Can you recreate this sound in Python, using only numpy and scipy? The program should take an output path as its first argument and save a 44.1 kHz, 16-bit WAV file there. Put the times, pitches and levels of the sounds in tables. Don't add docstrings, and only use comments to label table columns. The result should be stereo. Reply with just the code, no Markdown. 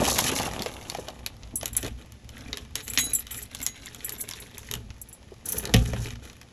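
import sys
import numpy as np
from scipy import signal
from scipy.fft import rfft, irfft, next_fast_len
from scipy.io import wavfile

SR = 44100
rng = np.random.default_rng(int(sys.argv[2]) if len(sys.argv) > 2 else 0)


def to_wav(s):
    ch = np.atleast_2d(s).T
    pcm = np.round(np.clip(ch, -1, 1) * 32767)
    wavfile.write(sys.argv[1], SR, pcm.astype(np.int16))


N = 287532
TIME = np.arange(N) / SR

# pitch_hz, level_db, t60_s
KEY_MODES = [(7350, -2.5, 0.21), (7800, -0.5, 0.11), (8060, 0.5, 0.24), (10180, -1, 0.3),
             (10490, 3.5, 0.32), (10800, -12, 0.099), (11780, -3.5, 0.25), (12850, -5, 0.15),
             (14150, -16, 0.22)]


def from_db(db):
    return 10 ** (np.asarray(db) / 20)


def rms_one(x):
    return x / np.sqrt(np.mean(x ** 2) + 1e-20)


def in_time(rows):
    s, *columns = np.transpose(rows)
    return [np.interp(TIME, s, column) for column in columns]


def at_hz(points, hz):
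    f, value = np.transpose(points)
    return np.interp(np.log(np.maximum(hz, 1)), np.log(f), value)


def bins(size):
    return np.arange(size // 2 + 1) * SR / size


def band(x, low_hz, high_hz, order=2):
    edges = [low_hz, min(high_hz, SR / 2 - 1000)]
    return signal.sosfilt(signal.butter(order, edges, "band", fs=SR, output="sos"), x + 1e-18)


def add(track, s, sound):
    i = max(round(s * SR), 0)
    track[..., i:i + sound.shape[-1]] += sound[..., :N - i]


def drift(rate_hz):
    knots = np.arange(0, N / SR + 1, 1 / rate_hz)
    return np.interp(TIME, knots, rng.standard_normal(8192)[:len(knots)])


def ring(impulses, hz, t60):
    r, w = from_db(-60 / (t60 * SR)), 2 * np.pi * hz / SR
    return signal.lfilter([0, np.sin(w)], [1, -2 * r * np.cos(w), r * r], impulses + 1e-18)


def resonate(x, hz, width_hz):
    r = np.exp(-np.pi * width_hz / SR)
    zeros = np.array([1, 0, -1]) * (1 - r * r) / 2
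    poles = [1, -2 * r * np.cos(2 * np.pi * hz / SR), r * r]
    return signal.lfilter(zeros, poles, x + 1e-18)


def spread(pair, colour=None):
    # pitch_hz, likeness (0-1)
    likeness = [(60, 1), (250, 0.99), (700, 0.51), (1500, 0.063), (4500, 0.31), (6500, 0.96), (10000, 0.96),
                (14000, 0.12)]
    size = next_fast_len(N + 4096)
    hz = bins(size)
    mid, side = rfft(pair, size)
    alike = np.clip(at_hz(likeness, hz), 0, 1)
    both = np.sqrt((1 + alike) / 2) * mid + np.sqrt((1 - alike) / 2) * side * [[1], [-1]]
    gain = 1 if colour is None else from_db(at_hz(colour, hz))
    return irfft(both * gain, size)[:, :N]


def contacts(force):
    # start_s, crack_level_db, sizzle_over_crack_db, crack_pitch_hz
    click_rows = [(0.086, -24.5, -2, 6050), (0.1884, -17, 3, 3430), (0.363, -26.5, -5, 4360),
                  (0.593, -30, -14, 3240), (0.621, -28, -0.5, 4400), (0.661, -29, -8, 2800),
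                  (0.899, -28, -0.5, 4500), (0.9482, -34.5, -21, 1710), (1.085, -33.5, -7, 3900),
                  (1.2628, -26, 0, 4000), (1.4335, -42, -24, 3900), (1.6119, -36.5, -12, 3300),
                  (1.6306, -33.5, -1.5, 1510), (1.6573, -29.5, 8.5, 2960), (1.7512, -39, -6, 3140),
                  (1.767, -37, -6, 1600), (1.829, -33.5, 0, 2770), (1.847, -35.5, -4, 4300),
                  (1.8639, -36, 3, 3520), (2.1213, -46, -0.5, 3000), (2.291, -42, 1, 3080),
                  (2.5299, -26, -19, 3800), (2.572, -29.5, -3, 3180), (2.755, -25, 3, 3280),
                  (2.8793, -33, 4.5, 4060), (2.9356, -37.5, 10.5, 2080), (2.975, -12.5, -16, 3400),
                  (2.985, -16.5, -11, 2260), (3.2682, -36.5, -5.5, 3620), (3.311, -37.5, -6, 2720),
                  (3.3455, -42, 7, 3250), (3.5487, -33, 4.5, 3400), (3.6162, -38, 6, 2220),
                  (3.6644, -25.5, 9.5, 6050), (3.859, -44.5, 10, 2600), (3.947, -38.5, 1.5, 3500),
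                  (4.0936, -33, 6.5, 4560), (4.2893, -35.5, 7.5, 4500), (4.311, -31.5, -4, 5330),
                  (4.336, -34.5, -6, 3520), (4.4216, -45, -4, 2040), (4.581, -41, 9.5, 3400),
                  (4.713, -31.5, 4.5, 3100), (4.738, -27, 2.5, 3100), (4.9042, -41, -20, 2800),
                  (5.6542, -28, -0.5, 4200), (5.739, -16.5, -5, 2860), (5.7423, -14.5, -5, 3220),
                  (5.9345, -33.5, -18, 1990), (6.106, -37, -10, 2250), (6.157, -44.5, -14, 1700),
                  (6.414, -42, -6, 1500)]
    rebound_s, rebound_loss_db = 0.011, 13
    tick_count, tick_over_rub_db, tick_spread_db = 140, 3, 4

    rebounds = []
    for (s, db, bright_db, hz), (late, luck) in zip(click_rows, rng.uniform(-1, 1, (len(click_rows), 2))):
        rebounds.append((s + rebound_s * 2 ** late, db - rebound_loss_db + 3 * luck, bright_db, hz))

    ticks = []
    moments = rng.integers(0, N, tick_count)
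    for i, (size, hard, pitch) in zip(moments, rng.uniform(-1, 1, (tick_count, 3))):
        db = 20 * np.log10(force[i] + 1e-6) + tick_over_rub_db + tick_spread_db * size
        ticks.append((TIME[i], db, 6 * hard - 6, 3000 * 2 ** (.7 * pitch)))
    return [*click_rows, *rebounds, *ticks]


def clicks(rows, rattle_db=-23, rattle_s=0.016, pitch_width_hz=700, broad_share=0.6):
    # pitch_hz, width_hz, level_db
    case_modes = [(2165, 190, 3), (2910, 2070, 4), (5760, 3800, 1.5), (9420, 4300, 9.5)]
    # low edge and high edge (Hz), decay (s)
    layers = ((220, 1300, .003), (1500, 6000, .0012), (6500, 12000, .001))
    body_at_0_db_crack, body_follows = -24, 0.65

    t, window = TIME[:4096], round(.006 * SR)
    noise = rng.standard_normal((len(rows), 3, 2, len(t)))
    out = np.zeros((2, N))
    for k, (low, high, decay_s) in enumerate(layers):
        burst = noise[:, k] * (np.exp(-t / decay_s) + from_db(rattle_db) * np.exp(-t / rattle_s))
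        coloured = sum(from_db(db) * resonate(burst, hz, width) for hz, width, db in case_modes)
        burst = band(0.14 * burst + coloured, low, high, order=4)
        for (s, db, bright_db, hz), sound in zip(rows, burst):
            if k == 1:
                sound = broad_share * sound + resonate(sound, hz, pitch_width_hz)
            level_db = (body_at_0_db_crack + body_follows * db, db, db + bright_db)[k]
            loudness = np.std(sound[:, :window], axis=1, keepdims=True)
            add(out, s, from_db(level_db) * sound / loudness)
    return spread(out)


def bolt(focus_db=14):
    # start_s, level_db (before the mode levels), favoured_pitch_hz
    snaps = [(2.755, -44, 4700), (2.9754, -27.5, 4300), (2.985, -36, 6675), (3.664, -39.5, 6675),
             (3.688, -49.5, 2046)]
    # pitch_hz, level_db, t60_s
    modes = [(2046, 2, 0.24), (3941, -2.5, 0.54), (4517, -10, 0.197), (6675, 6, 0.33)]
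    out = np.zeros(N)
    for hz, mode_db, t60 in modes:
        blows = np.zeros(N)
        for s, db, lead_hz in snaps:
            octaves_off = np.log2(hz / lead_hz)
            add(blows, s, from_db([db + mode_db - focus_db * octaves_off ** 2 / 2]))
        out += ring(blows, hz, t60)
    return out


def clinks(focus_db=6, focus_hz=200, chatter_s=0.0082, settle_db=-4, settle_s=0.034, detune_hz=20, uneven_db=4):
    # start_s, level_db (before the trim in the scene), favoured_pitch_hz,
    # share of the free ringing time that the hand leaves (0-1), rattle_over_ring_db
    clink_rows = [(1.556, -20, 10490, 0.88, -2), (1.7307, -34.5, 10490, 0.34, -7),
                  (1.7662, -12, 10490, 0.3, -7), (1.771, -22, 7350, 0.15, -11),
                  (2.9, -24.5, 7350, 0.43, -12), (2.986, -20, 10490, 0.82, -12),
                  (2.9964, -21, 11780, 1, -11), (3.052, -25, 10490, 0.45, -19),
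                  (3.1337, -14, 10490, 0.33, -13), (3.15, -14, 7800, 0.71, -12),
                  (3.193, -27.5, 11780, 0.4, -9), (3.311, -31.5, 8060, 0.9, -6),
                  (3.6273, -27, 7350, 0.73, -1), (4.045, -24.5, 11780, 1, -7),
                  (4.122, -32, 11780, 0.59, -4), (4.4, -35, 11780, 1, -7), (5.015, -31, 10800, 0.23, -2),
                  (5.087, -43.5, 7800, .4, 0), (5.1278, -35, 10800, 0.55, -14),
                  (5.4555, -31, 7350, 0.6, 3.5), (5.488, -29.5, 12850, 0.44, 10),
                  (5.521, -28, 10180, 0.43, 8), (5.581, -27, 10490, 0.25, 7)]
    t, out = TIME[:10000], np.zeros((2, N))
    hz, mode_db, t60 = np.transpose(KEY_MODES)[:, :, None]
    chance = rng.standard_normal((len(clink_rows), 4, len(hz), 1))
    chatters = rattle((len(clink_rows), len(t))) * np.exp(-t / chatter_s)
    settle = np.exp(-t / settle_s) + from_db(settle_db)
    onset = 1 - np.exp(-t / .0004)
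    for row, (strength, grip, detune, phase), chatter in zip(clink_rows, chance, chatters):
        s, db, lead_hz, free, rattle_db = row
        favour_db = focus_db * np.exp(-((hz - lead_hz) / focus_hz) ** 2)
        gain = from_db(mode_db + uneven_db * strength + favour_db)
        damped_t60 = t60 * free * np.exp(-np.abs(grip) / 2)
        fade = settle * np.exp(-np.log(1000) * t / damped_t60)
        sines = np.sin(2 * np.pi * (hz + detune_hz * detune) * t + np.pi * phase)
        modes = np.sum(gain * fade * sines, axis=0)
        sound = modes / np.std(modes[:530]) + from_db(rattle_db) * chatter / np.std(chatter[:530])
        add(out, s, from_db(db) * sound * onset)
    return out


def jingle(per_s=400, flutter_db=7.5, ring_share=0.21, rattle_db=-8):
    # start_s, end_s, level_db (before flutter)
    spells = [(1.77, 1.848, -47), (2.82, 3.184, -41), (2.974, 3.036, -35), (3.304, 3.41, -43),
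              (4.176, 4.234, -37), (5.468, 5.578, -39)]
    # start_s, end_s, rattle_level_db (before flutter)
    free_shake = (5.48, 5.585, -35)
    touches = rng.random(N) < per_s / SR
    shimmer = np.zeros(N)
    for hz, db, t60 in KEY_MODES:
        shimmer += ring(touches * rng.standard_normal(N) * from_db(db), hz, t60 * ring_share)
    shimmer = rms_one(band(shimmer, 5800, 14800, order=4))
    motion = sum(spell(*row) for row in spells)
    knocking = rattle(N) * (from_db(rattle_db) * motion + spell(*free_shake))
    return (shimmer * motion + knocking) * from_db(flutter_db * drift(70))


def rattle(shape, per_s=2500):
    # pitch_hz, width_hz, level_db
    bunch_modes = [(6190, 350, -0.5), (7170, 860, -7), (10100, 580, 13.5), (10800, 860, 8), (12850, 330, 4),
                   (14300, 400, -10.5)]
    touches = rng.standard_normal(shape) * (rng.random(shape) < per_s / SR)
    cluster = sum((-1) ** k * from_db(db) * resonate(touches, hz, width)
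                  for k, (hz, width, db) in enumerate(bunch_modes))
    return rms_one(band(cluster, 4500, 17400))


def spell(start, end, db, swell_s=0.01, die_s=0.027):
    swell = 1 - np.exp(-np.maximum(TIME - start, 0) / swell_s)
    return from_db(db) * swell * np.exp(-np.clip(TIME - end, 0, 1) / die_s)


def door(swell_cycles=0.59):
    # start_s, level_db (before the mode levels), hardness_hz (drive falls off above it)
    blows = [(1.418, -37.5, 100), (1.829, -39, 400), (2.975, -35, 500), (4.737, -37.5, 800),
             (5.74, -12, 3500), (5.934, -28, 250), (5.985, -26, 150)]
    # pitch_hz, level_db, t60_s
    modes = [(53.6, -1.5, 0.33), (116.2, -0.5, 0.39), (154.8, -10, 0.34), (184.4, 0, 0.14), (241, -5, 0.23),
             (274, -6, 0.1), (447, -3.5, 0.071), (522, -16.5, 0.22), (762, -9.5, 0.2), (1163, -5.5, 0.11),
             (1850, -8, 0.071), (2205, -19.5, 0.17), (2550, -10, 0.083), (2970, -14, .12),
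             (3390, -12, 0.092)]
    t, out = TIME[:SR // 2], np.zeros(N)
    hz, mode_db, t60 = np.transpose(modes)[:, :, None]
    swell = 1 - np.exp(-t * hz / swell_cycles)
    shape = from_db(mode_db) * swell * np.exp(-np.log(1000) * t / t60)
    for (s, db, hard_hz), phase in zip(blows, rng.standard_normal((len(blows), len(hz), 1))):
        drive = from_db(db) / np.hypot(1, (hz / hard_hz) ** 2)
        add(out, s, np.sum(drive * shape * np.sin(2 * np.pi * hz * t + phase), axis=0))
    return out


def strokes(attack_s=0.0072, release_s=0.028):
    # start_s, length_s, dull_rub_db, hiss_db (before later trims)
    stroke_rows = [(0.069, 0.0077, -38, -43), (0.173, 0.0089, -34, -36), (1.597, 0.07, -38.5, -55),
                   (1.769, 0.015, -33.5, -42.5), (1.818, 0.048, -32, -43.5), (1.974, 0.023, -40.5, -52.5),
                   (2.315, 0.3, -40.5, -55.5), (2.747, 0.047, -36.5, -45.5), (2.864, 0.18, -39, -49),
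                   (3.028, 0.16, -43.5, -49), (3.291, 0.14, -44.5, -48.5), (3.508, 0.17, -42.5, -48),
                   (3.75, 0.3, -45, -50.5), (4.069, 0.17, -40, -53.5), (4.269, 0.2, -44, -50),
                   (4.531, 0.17, -44, -52), (4.706, 0.062, -33, -53), (5.445, 0.14, -32, -44),
                   (5.614, 0.12, -30, -50), (5.737, 0.35, -35, -43), (6.217, 0.081, -39.5, -50.5)]
    t, out = TIME[:SR], np.zeros((2, N))
    for start, length, rub_db, hiss_db in stroke_rows:
        shape = (1 - np.exp(-t / attack_s)) * np.exp(-np.maximum(t - length, 0) / release_s)
        add(out, start, from_db([[rub_db], [hiss_db]]) * shape)
    return out


def scraping(force, uneven_db=1.0, scratch_share=0.27, pin_share=1.2):
    # time_s, share (0-1)
    key_work = [(2.2, 0), (2.4, 1), (4.7, 1), (4.8, 0)]
    # pitch_hz, level_db (per Hz)
    hiss_colour = [(800, -8.5), (1500, 7.5), (2200, 6.5), (2800, 9.5), (3600, 6), (5000, -8.5), (6500, -12),
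                   (8500, -2), (10800, 2.5), (12200, -22), (14000, -56)]
    # pitch_hz, level_db (per Hz)
    sizzle_colour = [(2500, -18), (4000, -0.5), (6300, 1.5), (8500, 3), (10700, 5), (12300, -8.5),
                     (14000, -50.5)]
    working, = in_time(key_work)
    force_db = 20 * np.log10(force + 1e-6) + uneven_db * drift(30)
    scratches = scuffs(hiss_colour, per_s=55, size_db=5, catch_s=.002)
    grain = scratch_share * scratches + pin_share * band(pins(), 1340, 8000) * working
    smooth = friction(hiss_colour, grains_per_s=900, grain_db=4.0, smooth_share=0.35, flutter_db=4.5)
    hiss = from_db(force_db - 4.0) * (smooth + grain)
    sizzle_db = force_db + 0.46 * (force_db + 40.5)
    sizzle = scuffs(sizzle_colour, per_s=480, size_db=1.0, catch_s=0.0047)
    return hiss + from_db(sizzle_db - 0.3) * sizzle


def pins(per_s=70, size_db=6, cycles=16, low_hz=1950, high_hz=5200, count=18):
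    sizes = from_db(size_db * np.minimum(rng.exponential(1, N), 2)) * rng.choice([-1, 1], N)
    trips = sizes * (rng.random(N) < per_s / SR)
    dealt = rng.integers(0, count, N)
    pitches = np.geomspace(low_hz, high_hz, count)
    return rms_one(sum(ring(trips * (dealt == k), hz, cycles / hz) for k, hz in enumerate(pitches)))


def scuffs(colour, per_s, size_db, catch_s):
    sizes = from_db(size_db * np.minimum(rng.exponential(1, N), 2))
    catches = (rng.random(N) < per_s / SR) * sizes
    force = signal.lfilter([1], [1, -np.exp(-1 / (catch_s * SR))], catches + 1e-18)
    return rms_one(spread(rng.standard_normal((2, N)) * force, colour))


def friction(colour, grains_per_s, grain_db, smooth_share, flutter_db):
    sizes = from_db(grain_db * np.minimum(rng.exponential(1, N), 4))
    slips = (rng.random(N) < grains_per_s / SR) * sizes
    drive = rms_one(slips) + smooth_share
    rubbing = spread(rng.standard_normal((2, N)) * drive, colour)
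    return rms_one(rubbing * from_db(flutter_db * drift(90)))


def bumps(contact_s=0.0086, width_hz=230):
    # start_s, level_db (before the trim in the scene), pitch_hz
    bump_rows = [(0.018, -14, 633), (0.024, -15.5, 292), (0.0775, -16, 790), (0.1892, -16.5, 875),
                 (0.322, -20.5, 355), (0.405, -21.5, 860), (0.476, -24, 850), (0.6603, -20, 490),
                 (0.9478, -24, 754), (0.9858, -25, 460), (1.0817, -28, 670), (1.538, -31, 261),
                 (1.629, -26.5, 620), (1.832, -28, 347), (1.846, -27, 308), (1.872, -30, 365),
                 (5.3186, -33, 397), (5.741, -20.5, 660), (5.9329, -24.5, 540)]
    t, out = TIME[:3000], np.zeros(N)
    for (s, db, hz), noise in zip(bump_rows, rng.standard_normal((len(bump_rows), len(t)))):
        note = band(resonate(noise * np.exp(-t / contact_s), hz, width_hz), hz / 4, 2 * hz)
        add(out, s, from_db(db) * note / np.std(note[:440]))
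    return out


def housing():
    # pitch_hz, width_hz, level_db
    housing_modes = [(528, 44, -9.5), (876, 56, 0.5), (2320, 36, 34.5), (2720, 58, 39)]
    # pitch_hz, level_db (per Hz)
    rub_colour = [(110, 5.5), (200, 3.5), (290, 4), (410, -1), (600, 0.5), (880, -4), (1200, -6.5),
                  (1700, -37), (3000, -54)]
    drag = friction(rub_colour, grains_per_s=220, grain_db=1.5, smooth_share=1.0, flutter_db=1).mean(axis=0)
    hum = sum(from_db(db) * resonate(drag, hz, width) for hz, width, db in housing_modes)
    return rms_one(band(drag + hum, 60, 5000))


def ports(x):
    # pitch_hz, lead_cycles
    port_lead = [(0, 0), (300, .04), (780, .45), (1200, .55), (1900, 1), (5600, 2.95), (8350, 3.45),
                 (9800, 3.5), (12000, 4)]
    size = next_fast_len(N + 4096)
    lead = np.interp(bins(size), *np.transpose(port_lead))
    return irfft(rfft(x, size) * np.exp(1j * np.pi * lead * [[1], [-1]]), size)[:, :N]


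def porch(x, near_db=-11, near_s=0.0078, tail_db=-21, near_width=0.58):
    # pitch_hz, t60_s
    porch_decay = [(100, 0.82), (500, 0.11), (2500, 0.2), (7000, 0.04), (14000, 0.039)]
    t, octave_edges = TIME[:SR // 3], 60 * 2. ** np.arange(9)
    white = rng.standard_normal((3, 2, len(t)))
    common = np.sqrt(1 - near_width ** 2) * white[:2, :1]
    walls = common + near_width * white[:2, 1:] * [[1], [-1]]
    near = band(walls * np.exp(-t / near_s) * (t > .001), 174, 3900)

    tail = np.zeros((2, len(t)))
    for f in octave_edges:
        t60 = at_hz(porch_decay, f * np.sqrt(2))
        tail += band(white[2], f, 2 * f) * np.exp(-np.log(1000) * t / t60)
    tail *= t > .006

    here, there, far = [signal.fftconvolve(x, rms_one(h) / np.sqrt(len(t)), axes=1)[:, :N]
                        for h in (*near, tail)]
    sway = 2 * drift(5)
    return from_db(near_db) * (np.cos(sway) * here + np.sin(sway) * there) + from_db(tail_db) * far


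def handling_rumble():
    # time_s, level_db (before the trim below)
    handling = [(0.0, -37.5), (1.34, -43), (1.87, -37), (2.12, -43), (3.0, -41), (4.49, -49), (4.77, -36.5),
                (5.12, -51.5), (5.63, -42.5), (5.8, -26), (6.52, -52.5)]
    # pitch_hz, level_db (per Hz)
    rumble_colour = [(22, -7.5), (40, -12.5), (58, 9), (80, -3.5), (115, 1), (160, -18), (240, -6.5),
                     (330, -32.5), (500, -65)]
    level_db, = in_time(handling)
    noise = friction(rumble_colour, grains_per_s=360, grain_db=3.0, smooth_share=0.58, flutter_db=1.5)
    return from_db(level_db - 3.5) * noise


def still_air(level_db=-56.5):
    # (per Hz, before levelling)
    air_colour = [(59, -31.5), (100, -8), (512, -20.5), (900, -33.5), (1920, -24), (6790, -31), (9260, -49),
                  (10700, -31), (14000, -71)]
    return from_db(level_db) * rms_one(spread(rng.standard_normal((2, N)), air_colour))


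def scene():
    # time_s, dull_rub_db, hiss_db (before later trims)
    grip_shift = [(0, -23, -27.5), (0.47, -27.5, -33), (0.51, -30, -40), (0.82, -39.5, -47.5),
                  (1.0, -40, -44), (1.15, -44.5, -52), (1.35, -49.5, -59), (2.0, -55, -61)]
    # pitch_hz, level_db (per Hz)
    panel_colour = [(30, -21.5), (110, 4), (200, 0), (270, 7), (350, -5), (430, 4.5), (520, -3.5),
                    (700, -2), (1100, -11), (1600, -4.5), (3000, -48)]
    grip_rub, grip_hiss = from_db(in_time(grip_shift))
    stroke_rub, stroke_hiss = strokes()
    force = grip_hiss + stroke_hiss

    metal = clicks(contacts(force)) + from_db(-1.0) * clinks() + bolt() + jingle()
    panel_rub = friction(panel_colour, grains_per_s=400, grain_db=1.0, smooth_share=1.0, flutter_db=-3.5)
    panel = from_db(-9.5) * stroke_rub * panel_rub
    airborne = ports(metal + scraping(force) + panel + door())

    grip = from_db(-6.0) * grip_rub * housing()
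    carried = from_db(-7.5) * bumps() + grip + handling_rumble()
    return airborne + porch(airborne) + carried + still_air()


def record(dry, cutoff_hz=16200):
    steep_cut = signal.ellip(10, .1, 80, cutoff_hz, fs=SR, output="sos")
    return signal.sosfilt(steep_cut, np.tanh(dry))


dry = scene()
out = record(dry)
to_wav(out)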